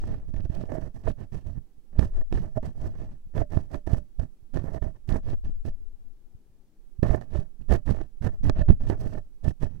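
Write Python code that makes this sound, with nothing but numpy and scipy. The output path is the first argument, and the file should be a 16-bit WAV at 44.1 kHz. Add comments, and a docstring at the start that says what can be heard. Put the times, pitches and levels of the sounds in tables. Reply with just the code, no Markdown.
"""Fingertips and nails rub and flick over the mesh grille of a stereo microphone's right capsule.
Each stroke lands, slides and lifts: a stream of tiny slips rings the grille, over soft thuds of the
shoved capsule. Now and then a nail catches and lets go, or the fingers stop briefly.
The left capsule hears mostly the ringing housing, with a low thud and faint nail hiss.
The microphone sways on its stand, the room is quiet, and the hardest shove overloads the input."""
import sys
import numpy as np
from scipy import signal
from scipy.fft import rfft, irfft, next_fast_len
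from scipy.io import wavfile
from scipy.ndimage import uniform_filter1d, map_coordinates

SR = 44100
rng = np.random.default_rng(int(sys.argv[2]) if len(sys.argv) > 2 else 0)


def unload_wav(signal):
    """Save mono or channel-first audio to the path in sys.argv[1] as 16-bit WAV at rate SR, clipped to [-1, 1]."""
    wavfile.write(
        sys.argv[1],
        SR,
        np.round(np.clip(np.atleast_2d(signal).T, -1, 1) * 32767).astype(np.int16),
    )


N = 432180


def amp(db):
    """Decibels to gain."""
    return 10 ** (np.asarray(db) / 20)


def unit(x):
    """Scale to rms 1."""
    return x / np.sqrt(np.mean(x ** 2) + 1e-20)


def gain(spectrum, hz):
    """Gain of (Hz, dB) points joined on a log axis."""
    points_hz, db = np.transpose(spectrum)
    return amp(np.interp(np.log(hz + 1), np.log(points_hz), db))


def wobble(rate_hz):
    """Smooth random curve, rate_hz knots a second."""
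    knots = rng.standard_normal(int(N * rate_hz / SR) + 4)
    return map_coordinates(knots, [np.arange(N) * rate_hz / SR])


def filtered(x, response):
    """Apply a frequency response."""
    size = next_fast_len(N + SR // 2)
    return irfft(rfft(x, size) * response(np.fft.rfftfreq(size, 1 / SR)), size)[..., :N]


def boosted(x, boost_db, hz, width_hz):
    """Lift or damp one resonance."""
    band = filtered(x, lambda f: 1j * f * width_hz / (hz * hz - f * f + 1j * f * width_hz))
    return x + (amp(boost_db) - 1) * band


def noise(spectrum):
    """Coloured noise, rms 1."""
    return unit(filtered(rng.standard_normal(N), lambda hz: gain(spectrum, hz)))


def smoothed(envelope, span_s):
    """Moving average of a positive envelope."""
    return np.abs(uniform_filter1d(envelope, int(span_s * SR)))


def evened(x, span_s):
    """Flatten swells longer than span_s; rms 1."""
    return unit(x / np.sqrt(smoothed(x ** 2, span_s) + 0.067))


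def resonator(modes, size=8192):
    """Impulse response of freely ringing modes, energy 1."""
    t = np.arange(size) / SR
    response = sum((-1) ** k * amp(db) * width * np.exp(-np.pi * width * t) * np.sin(2 * np.pi * hz * t)
                   for k, (hz, width, db) in enumerate(modes))
    response *= 1 - np.exp(-t / 0.00089)
    return response / np.linalg.norm(response)


def body(modes, spectrum, size=8192):
    """Minimum-phase impulse response of resonances on a broad spectrum, energy 1."""
    hz = np.fft.rfftfreq(size, 1 / SR)
    power = gain(spectrum, hz) ** 2
    for mode_hz, width_hz, db in modes:
        peak = amp(db) * hz * width_hz / (mode_hz ** 2 - hz ** 2 + 1j * hz * width_hz)
        skirt_loss = 1 + (2 * np.log((hz + 1) / mode_hz)) ** 4
        power += np.abs(peak) ** 2 / skirt_loss
    cepstrum = irfft(np.log(power + 1e-12) / 2)
    cepstrum[1:size // 2] *= 2
    cepstrum[size // 2 + 1:] = 0
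    response = irfft(np.exp(rfft(cepstrum)))
    return response / np.linalg.norm(response)


def ring(x, response):
    """Drive an impulse response with x."""
    return signal.fftconvolve(x, response)[:N]


# Room air and capsule hiss spectra: (frequency [Hz], density [dB])
AIR_SPECTRUM = [(25, 4), (60, 1.5), (110, -3.5), (220, -0.5), (410, -7), (650, -22.5), (790, -16),
                (950, -25.5), (2000, -31.5), (6000, -44)]
HISS_SPECTRUM = [(25, 9.5), (100, 6.5), (400, 19.5), (1000, 9), (2000, 4.5), (6000, 4), (15500, 2)]
def room(air_db=-67, hiss_db=-77):
    """Faint room air common to both capsules, plus the hiss of each."""
    air = amp(air_db) * noise(AIR_SPECTRUM)
    return air + amp(hiss_db) * np.array([noise(HISS_SPECTRUM), noise(HISS_SPECTRUM)])


# Sway on the stand: (time [s], relative level [dB])
SWAY_LEVELS = [(0, -31.5), (0.6, -47), (0.9, -49), (1.8, -63), (2.15, -21), (2.5, -41.5), (2.9, -37),
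               (3.5, -48), (4.9, -65), (5.35, -26.5), (5.8, -33.5), (6.5, -53.5), (7.9, -73), (8.45, -28),
               (8.8, -27.5), (9, -39), (9.8, -63)]
# Sway rumble spectrum: (frequency [Hz], density [dB])
SWAY_SPECTRUM = [(4, 7), (14, 13), (28, -0.5), (48, -10.5), (110, -39.5), (300, -99)]
def rocking(thud_db, give_s=0.065, settle_s=0.61):
    """The microphone sways slowly; the touched side also gives under each push and settles."""
    sway_db = np.interp(np.arange(N) / SR, *np.transpose(SWAY_LEVELS))
    give = amp(-4.5) * smoothed(amp(thud_db), give_s)
    settle = amp(-10) * smoothed(amp(thud_db), settle_s)
    left = amp(sway_db + 2.5) * evened(noise(SWAY_SPECTRUM), span_s=0.24)
    right = (give + settle + amp(sway_db - 9)) * evened(noise(SWAY_SPECTRUM), span_s=0.17)
    return np.array([left, right])


# Housing resonances: (frequency [Hz], width [Hz], level [dB])
HOUSING_MODES = [(592.7, 15.5, 0), (656, 40, -4), (724, 37, -15), (885, 67, -20.5), (1130, 100, -29),
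                 (1480, 61, -19.5), (1534, 65, -24), (1747, 42, -25.5), (2666, 200, -32.5),
                 (4130, 140, -43)]
# Far capsule bounce spectrum: (frequency [Hz], density [dB])
FAR_THUD_SPECTRUM = [(25, -9.5), (45, 3), (70, -4), (105, -10.5), (160, -21), (250, -23), (400, -39),
                     (900, -75)]
def housing(friction, drag, knocks, carry_db, thud_db):
    """Friction and knocks ring the housing; the far capsule bounces with the finger pressure."""
    far_slips = drag * slips(rate_hz=8200, spread_db=5.5)  # these miss the near capsule
    shaking = 0.5 * friction + 0.87 * far_slips + 1.4 * knocks
    ringing = ring(amp(carry_db + 0.5) * shaking, resonator(HOUSING_MODES))
    return ringing + amp(thud_db - 20) * noise(FAR_THUD_SPECTRUM)


def push_pulse(t, push_s, edge_share):
    """One push and swing back, reversing at t = 0; a slow push also lets go slowly."""
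    return -np.tanh(t / (edge_share * push_s)) * np.exp(-(t / push_s) ** 2 / 2)


# Finger pad bumps: (time [s], relative level [dB])
PAD_BUMPS = [(0.043, -25), (0.184, -27), (0.991, -37), (1.585, -38), (1.783, -44), (3.272, -37),
             (4.013, -33), (4.428, -42), (4.867, -26), (6.351, -36), (6.502, -49), (6.994, -21),
             (7.391, -14), (7.758, -15.5), (8.216, -19), (8.414, -27)]
def bumps():
    """A soft pad pushes the capsule once and lets it swing back."""
    t = np.arange(-SR // 40, SR // 40) / SR
    pulse = push_pulse(t, push_s=0.0037, edge_share=0.36)
    out = np.zeros(N)
    for time_s, db in PAD_BUMPS:
        out[round(time_s * SR) - SR // 40:][:len(t)] += amp(db + 1) * pulse
    return out


# Near capsule bounce spectrum: (frequency [Hz], density [dB])
THUD_SPECTRUM = [(25, -2), (55, 0.5), (105, -2), (150, -8), (250, -15), (400, -40), (900, -78.5)]
def capsule_thud(level_db, thumps):
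    """The shoved capsule bounces on its mount. Returns the thud and the shove (rms 1)."""
    shove = evened(noise(THUD_SPECTRUM), span_s=0.025)
    bounce = amp(level_db - 0.97) * shove + thumps + bumps()
    return boosted(bounce, boost_db=0.5, hz=115, width_hz=16), shove


# Catches, relative levels: (time [s], thump [dB], scrape [dB], tick [dB], knock [dB], push [s])
NAIL_CATCHES = [(0.039, -40, -43.5, -67, -50, 0.0026), (0.341, -40, -55, -63, -38, 0.0031),
                (0.364, -29, -72, -58, -38, 0.0056), (0.406, -42, -70, -64, -52, 0.0042),
                (0.451, -26, -58, -63, -48, 0.0046), (0.501, -20.5, -73, -64, -44, 0.004),
                (0.638, -26.5, -52, -81, -60, 0.0012), (0.72, -39, -36, -57, -35, 0.0029),
                (0.785, -24, -53, -77, -51, 0.0015), (1.993, -8.5, -30, -43, -31, 0.0043),
                (2.027, -23, -33.5, -72, -53, 0.0038), (2.326, -20, -32.5, -46, -42, 0.003),
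                (2.344, -24, -52, -66, -48, 0.0019), (2.375, -30, -38.5, -56, -49, 0.0024),
                (2.573, -19.5, -38, -71, -40, 0.002), (2.63, -29.5, -54, -66, -48, 0.0017),
                (3.017, -40, -50, -66, -54, 0.0043), (3.379, -21, -38, -50.5, -35, 0.0056),
                (3.534, -40, -43.5, -66, -38, 0.0034), (3.573, -13, -34, -53, -51, 0.0032),
                (3.745, -36, -36.5, -50, -26, 0.0022), (3.874, -26, -37, -65, -51, 0.0021),
                (3.935, -13, -51, -50.5, -47, 0.0033), (4.197, -19.5, -44.5, -58, -49, 0.0063),
                (4.572, -26, -31.5, -50, -41, 0.0023), (4.642, -25.5, -56, -74, -57, 0.0015),
                (4.825, -19, -42.5, -58, -38, 0.0061), (5.091, -22, -55, -48.5, -35, 0.0028),
                (5.125, -16.5, -62, -50, -34, 0.005), (5.496, -32, -60, -78, -59, 0.0028),
                (5.653, -31.5, -47, -60, -41, 0.0026), (7.031, -11.5, -30.5, -44.5, -24, 0.0016),
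                (7.109, -16.5, -41, -50.5, -46, 0.0049), (7.147, -22.5, -33, -57, -33, 0.0016),
                (7.213, -40, -45, -61, -50, 0.0037), (7.361, -28, -52, -52.5, -44, 0.0053),
                (7.71, -16, -34, -49, -24, 0.0057), (7.727, -19.5, -40, -57, -20.5, 0.0019),
                (7.909, -29, -34, -50, -47, 0.0024), (7.947, -40, -42, -61, -50, 0.0046),
                (8.014, -29, -41, -58, -50, 0.019), (8.497, -18.5, -23.5, -36, -30, 0.0031),
                (8.594, -32, -41, -58, -52, 0.003), (8.616, -16, -43, -52, -23.5, 0.0046),
                (8.704, -4.5, -40, -64, -53, 0.0053), (8.9, -16, -29, -42.5, -41, 0.0014),
                (9.062, -26, -48, -64, -53, 0.0019), (9.48, -15, -35.5, -55, -44, 0.0035),
                (9.632, -18.5, -35.5, -61, -48, 0.0036)]
def catches(scrape_t60_s=0.023, tick_t60_s=0.009):
    """A catch pushes the capsule, then snaps back: a sharp slip, a short scrape, a knock on the grille."""
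    lead = SR // 20
    t = np.arange(-lead, lead) / SR
    snap = 1.0 * (t == 0)

    def slide(t60_s):
        """Decaying noise after the snap."""
        return (t > 0) * amp(-60 * np.abs(t) / t60_s) * rng.standard_normal(len(t))

    out = np.zeros((4, N + SR))
    for time_s, thump_db, scrape_db, tick_db, knock_db, push_s in NAIL_CATCHES:
        thump = amp(thump_db + 5.5) * push_pulse(t, push_s, edge_share=0.25)
        scrape = amp(scrape_db + 29) * (snap + 0.085 * slide(scrape_t60_s))
        tick = amp(tick_db + 23.5) * (snap + 0.19 * slide(tick_t60_s))
        knock = amp(knock_db + 19.5) * snap
        first = round(time_s * SR)
        out[:, first:first + len(t)] += [thump, scrape, tick, knock]
    return out[:, lead:lead + N]


def slips(rate_hz, spread_db):
    """Tiny slips over the wires at random times and sizes, rms 1."""
    happens = rng.random(N) < rate_hz / SR
    sizes = amp(spread_db * np.clip(rng.standard_normal(N), -2, 2))
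    return unit(happens * sizes * rng.choice([-1, 1], N))


def grip(shove, depth, flutter_db=3):
    """Friction bites harder at each shove and flutters with the ridges of the skin."""
    return unit((1 + depth * np.abs(shove)) * amp(flutter_db * wobble(rate_hz=130)))


# Wire resonances: (frequency [Hz], width [Hz], level [dB])
WIRE_MODES = [(4540, 930, -1), (5880, 170, 0)]
def singing_wires(nail_db):
    """A light touch sets the wires singing; pressure damps them, so they grow less than the hiss."""
    drive = amp(0.69 * nail_db - 36 + 3.5 * wobble(rate_hz=12))
    return ring(drive * rng.standard_normal(N), resonator(WIRE_MODES))


def tilted(x, bright_db, pivot_hz=4700):
    """Raise the treble and lower the rasp below the pivot, or the reverse."""
    treble = filtered(x, lambda hz: 1 - 1 / (1 + (hz / pivot_hz) ** 8))
    return amp(-0.35 * bright_db) * (x - treble) + amp(0.94 * bright_db) * treble


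# Nail hiss and tick spectra: (frequency [Hz], density [dB])
NAIL_SPECTRUM = [(1200, -25), (2600, 7), (3600, 0.5), (5000, -0.5), (6000, -1.5), (7000, -6.5), (8500, -6),
                 (11000, -13), (15500, -14)]
TICK_SPECTRUM = [(900, -6.5), (2400, 11.5), (6000, -2.5), (15500, -27.5)]
def nail_on_wires(nail_db, waver_db, bright_db, shove, plucks, ticks):
    """The nail hisses over the wires in dense slips, sets them singing and ticks against them."""
    grain = slips(rate_hz=16000, spread_db=0.5) + 0.35 * plucks
    drive = amp(nail_db + waver_db - 1.6) * grain * grip(shove, depth=0.15)
    hiss = ring(drive, body([(5900, 350, -9)], NAIL_SPECTRUM))
    ticking = ring(ticks, body([(3260, 1700, -1)], TICK_SPECTRUM))
    return tilted(hiss, bright_db) + singing_wires(nail_db) + ticking


# Grille resonances: (frequency [Hz], width [Hz], level [dB])
GRILLE_MODES = [(638, 40, 0), (1770, 80, -13)]
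# Rubbed mesh spectrum: (frequency [Hz], density [dB])
MESH_SPECTRUM = [(150, -50.5), (250, -0.5), (340, 2), (450, -2), (560, -6.5), (800, -9), (1000, -13),
                 (1400, -19.5), (2000, -24.5), (2550, -37), (3100, -37), (4200, -46.5), (9000, -83)]
def skin_on_mesh(friction, knocks, hollow_db):
    """Dragging skin and knocks ring the grille; the air inside rings with the place of the finger."""
    rasp = ring(friction, body(GRILLE_MODES, MESH_SPECTRUM))
    return boosted(rasp, hollow_db, hz=635, width_hz=130) + ring(knocks, resonator(GRILLE_MODES))


def finger_roll(rasp, depth_db=0.5, rate_hz=11):
    """The rasp shifts in colour as the finger rolls over the mesh."""
    rasp = boosted(rasp, -1.5 - depth_db * wobble(rate_hz), hz=1110, width_hz=1230)
    return boosted(rasp, -1 - depth_db * wobble(rate_hz), hz=2700, width_hz=380)


def contact(attack_s, hold_s, release_s):
    """Firmness of a stroke over 1 s, 0-1: it lands, slides, then lifts by 20 dB per release_s."""
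    t = np.arange(SR) / SR
    rise = np.clip(t / attack_s, 0, 1) ** 1.42
    fall = 10 ** -np.clip((t - attack_s - hold_s) / release_s, 0, 10)
    return rise * fall


# Finger strokes, relative levels: (start [s], attack [s], hold [s], release [s], rub [dB], nail [dB],
# thud [dB], housing carry [dB], nail brightness [dB], hollowness [dB])
FINGER_STROKES = [(0.0, 0.004, 0.13, 0.087, -45.5, -62.5, -32.5, -12, 2.5, 0),
                  (0.074, 0.015, 0.014, 0.14, -40, -66, -27.5, -12, -5, -1),
                  (0.275, 0.0094, 0.017, 0.012, -51, -72, -28.5, -14.0, 2, -1),
                  (0.334, 0.0054, 0.066, 0.023, -47.0, -66.5, -25.5, -12, -2.0, -1),
                  (0.425, 0.023, 0.0031, 0.023, -41, -59.5, -26, -11, -2.0, -5.0),
                  (0.474, 0.06, 0.079, 0.09, -44, -62, -30.5, -10, -0.5, 6.5),
                  (0.658, 0.056, 0.052, 0.078, -37.5, -69, -29.5, -14.0, 9.5, 7),
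                  (0.805, 0.0058, 0.063, 0.028, -43, -66.5, -30, -14, 3.0, 4.5),
                  (0.927, 0.024, 0.008, 0.15, -51.5, -71.5, -39.0, -15, 7.0, 1),
                  (1.024, 0.06, 0.019, 0.02, -31, -51, -20, -13, -1, 4.5),
                  (1.16, 0.029, 0.048, 0.033, -46, -66, -34, -15.5, -0.5, 1),
                  (1.318, 0.0052, 0.044, 0.064, -43, -62.0, -29, -21, 1.5, -4.5),
                  (1.433, 0.029, 0.044, 0.09, -51, -68, -29.5, -12, 2, 4),
                  (1.533, 0.047, 0.0068, 0.011, -48.5, -87, -26, -24, -1, -10),
                  (1.909, 0.08, 0.011, 0.015, -42.5, -68, -28, -16, -2, 1),
                  (1.985, 0.0051, 0.063, 0.038, -34, -55.5, -21.5, -16.5, 3, -1),
                  (2.099, 0.07, 0.045, 0.021, -44, -65.0, -35.5, -13.0, 3.0, 1.5),
                  (2.297, 0.057, 0.006, 0.1, -34.5, -53.0, -19, -18, -0.5, -8),
                  (2.418, 0.0083, 0.009, 0.094, -42.0, -72, -31.5, -17.0, 6, 4),
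                  (2.55, 0.02, 0.01, 0.012, -33.5, -61, -21, -16, 9.5, 11),
                  (2.622, 0.01, 0.045, 0.053, -41, -60.5, -28.0, -15.0, 2.0, 1),
                  (2.723, 0.12, 0.028, 0.069, -41, -62.5, -27.5, -11.5, 3.5, 5),
                  (2.899, 0.081, 0.065, 0.084, -44, -66, -33.5, -14.0, 1, 1),
                  (3.104, 0.0078, 0.017, 0.051, -53.5, -71.0, -37, -17, 0, -7),
                  (3.335, 0.025, 0.06, 0.019, -30.0, -57, -20.5, -12, 3, 3.5),
                  (3.491, 0.032, 0.069, 0.075, -40, -60.5, -27, -13, 2.5, 2.5),
                  (3.692, 0.05, 0.014, 0.031, -33, -57.0, -27, -13.5, 3.5, 2.5),
                  (3.862, 0.0084, 0.074, 0.037, -35.5, -59.5, -25.5, -14, 4.5, 3.5),
                  (3.959, 0.0046, 0.017, 0.042, -44.5, -62.5, -26.5, -9, 4, -1),
                  (4.186, 0.0045, 0.047, 0.031, -43.5, -65, -27.5, -12, 2.5, 3.5),
                  (4.533, 0.0079, 0.033, 0.073, -34.5, -56, -20.5, -15, 0.0, -4),
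                  (4.624, 0.034, 0.048, 0.054, -40, -73, -31, -14, 10, 4.5),
                  (4.707, 0.038, 0.034, 0.0083, -40, -62.0, -28.5, -15.0, 2.5, 7.5),
                  (4.816, 0.0047, 0.066, 0.031, -43, -66, -28.5, -13, 5, 6),
                  (4.94, 0.014, 0.017, 0.0053, -50.5, -77, -47, -12, 1, -5),
                  (5.07, 0.024, 0.078, 0.025, -33, -58, -24, -14, 6, -2.5),
                  (5.216, 0.067, 0.057, 0.011, -40, -59, -26, -9.5, -1, 1),
                  (5.431, 0.016, 0.012, 0.056, -45.5, -62, -28.5, -13, -3, -3.0),
                  (5.641, 0.018, 0.023, 0.026, -39.5, -58.5, -26, -9, 2.0, -1.0),
                  (7.021, 0.015, 0.011, 0.14, -27.5, -53.5, -17.5, -13.5, 0.5, 2.0),
                  (7.072, 0.039, 0.047, 0.031, -32.5, -60.5, -22, -16, 6.5, 8.5),
                  (7.207, 0.0062, 0.0039, 0.032, -38.5, -61, -44, -14, 3.5, -2),
                  (7.283, 0.08, 0.027, 0.057, -36, -59.0, -24, -12.0, 0.5, 1.5),
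                  (7.585, 0.028, 0.0041, 0.039, -57.0, -76.0, -33.5, -16.0, -2, -12),
                  (7.681, 0.033, 0.03, 0.03, -21.5, -45.5, -13, -14, 0.5, 1.5),
                  (7.848, 0.057, 0.0073, 0.024, -26, -49.5, -13.5, -20, 0.5, -2.5),
                  (7.916, 0.024, 0.076, 0.046, -41.5, -63.0, -31.5, -15, 0.5, 0),
                  (8.21, 0.043, 0.02, 0.028, -28, -52.5, -18, -14, 1.5, 2),
                  (8.314, 0.018, 0.024, 0.015, -52, -76, -43, -13, 6, 3),
                  (8.425, 0.013, 0.049, 0.028, -32, -53.5, -17, -14.5, 0, -4.5),
                  (8.531, 0.06, 0.027, 0.022, -35.5, -55.5, -20.0, -10.5, -8, 4),
                  (8.674, 0.016, 0.015, 0.029, -26.5, -53.5, -8, -15.5, -11.5, -4),
                  (8.795, 0.011, 0.114, 0.015, -41.5, -60, -26.5, -15, -0.5, 0.0),
                  (8.887, 0.012, 0.012, 0.052, -26.5, -60.5, -19.5, -16, 6, -1),
                  (8.964, 0.065, 0.039, 0.119, -41, -60.0, -26.5, -13, 4.5, 3.5),
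                  (9.108, 0.029, 0.049, 0.022, -42.5, -63.5, -29.5, -13.0, 2, 6.5),
                  (9.427, 0.015, 0.071, 0.0058, -39, -57.0, -23.5, -15, 2, 2.5),
                  (9.594, 0.038, 0.0064, 0.05, -34.5, -53.5, -21.0, -18, 0.0, -3),
                  (9.689, 0.022, 0.044, 0.069, -55.5, -75, -35, -16, -3, -8)]
def strokes(rest_db=-92, linger_s=0.013):
    """Level and colour curves in dB: strokes add in power, and the hardest rub sets the colour."""
    power = np.full((3, N), amp(2 * rest_db))
    colour = np.zeros((3, N))
    for start_s, attack_s, hold_s, release_s, rub_db, nail_db, thud_db, *colour_db in FINGER_STROKES:
        first = round(start_s * SR)
        touch = contact(attack_s, hold_s, release_s)[:N - first]
        pressure = contact(attack_s, hold_s, release_s + linger_s)[:N - first]
        levels = np.array([amp(rub_db) * touch, amp(nail_db) * touch ** 0.9, amp(thud_db) * pressure])
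        power[:, first:first + SR] += levels ** 2
        colour[:, first:first + SR] += np.outer(colour_db, levels[0] ** 2)
    return 10 * np.log10(power), colour / power[0]


def landings(brisk_s=0.0059):
    """The nail ticks as it meets the mesh; landings slower than brisk_s tick less."""
    out = np.zeros(N)
    for start_s, attack_s, _, _, _, nail_db, *_ in FINGER_STROKES:
        out[round((start_s + attack_s / 2) * SR)] += amp(nail_db + 16.5) * min(brisk_s / attack_s, 1)
    return out


def fingers():
    """Strokes and catches on the right; housing ring, low thud and faint nail hiss on the left."""
    (rub_db, nail_db, thud_db), (carry_db, bright_db, hollow_db) = strokes()
    thumps, scrapes, ticks, knocks = catches()
    waver_db = wobble(rate_hz=55)  # unsteady finger pressure
    thud, shove = capsule_thud(thud_db + waver_db, thumps)
    plucks = slips(rate_hz=130, spread_db=4)  # single wires
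    drag = amp(rub_db + waver_db - 0.5) * grip(shove, depth=0.49)
    friction = drag * (0.91 * slips(rate_hz=6000, spread_db=2) + 0.33 * plucks) + scrapes
    skin = skin_on_mesh(friction, knocks, hollow_db)
    nail = nail_on_wires(nail_db, waver_db, bright_db, shove, plucks, ticks + landings())
    left = housing(friction, drag, knocks, carry_db, thud_db) + amp(-25.5) * nail + amp(-35.5) * thud
    right = thud + finger_roll(skin + nail)
    return np.array([left, right]) + rocking(thud_db)


def scene():
    """Fingers and room, left and right."""
    return fingers() + room()


def record(dry):
    """The input clips at full scale and keeps nothing above its band limit."""
    return filtered(np.clip(dry, -1, 1), lambda hz: hz < 15830)


dry = scene()
out = record(dry)
unload_wav(out)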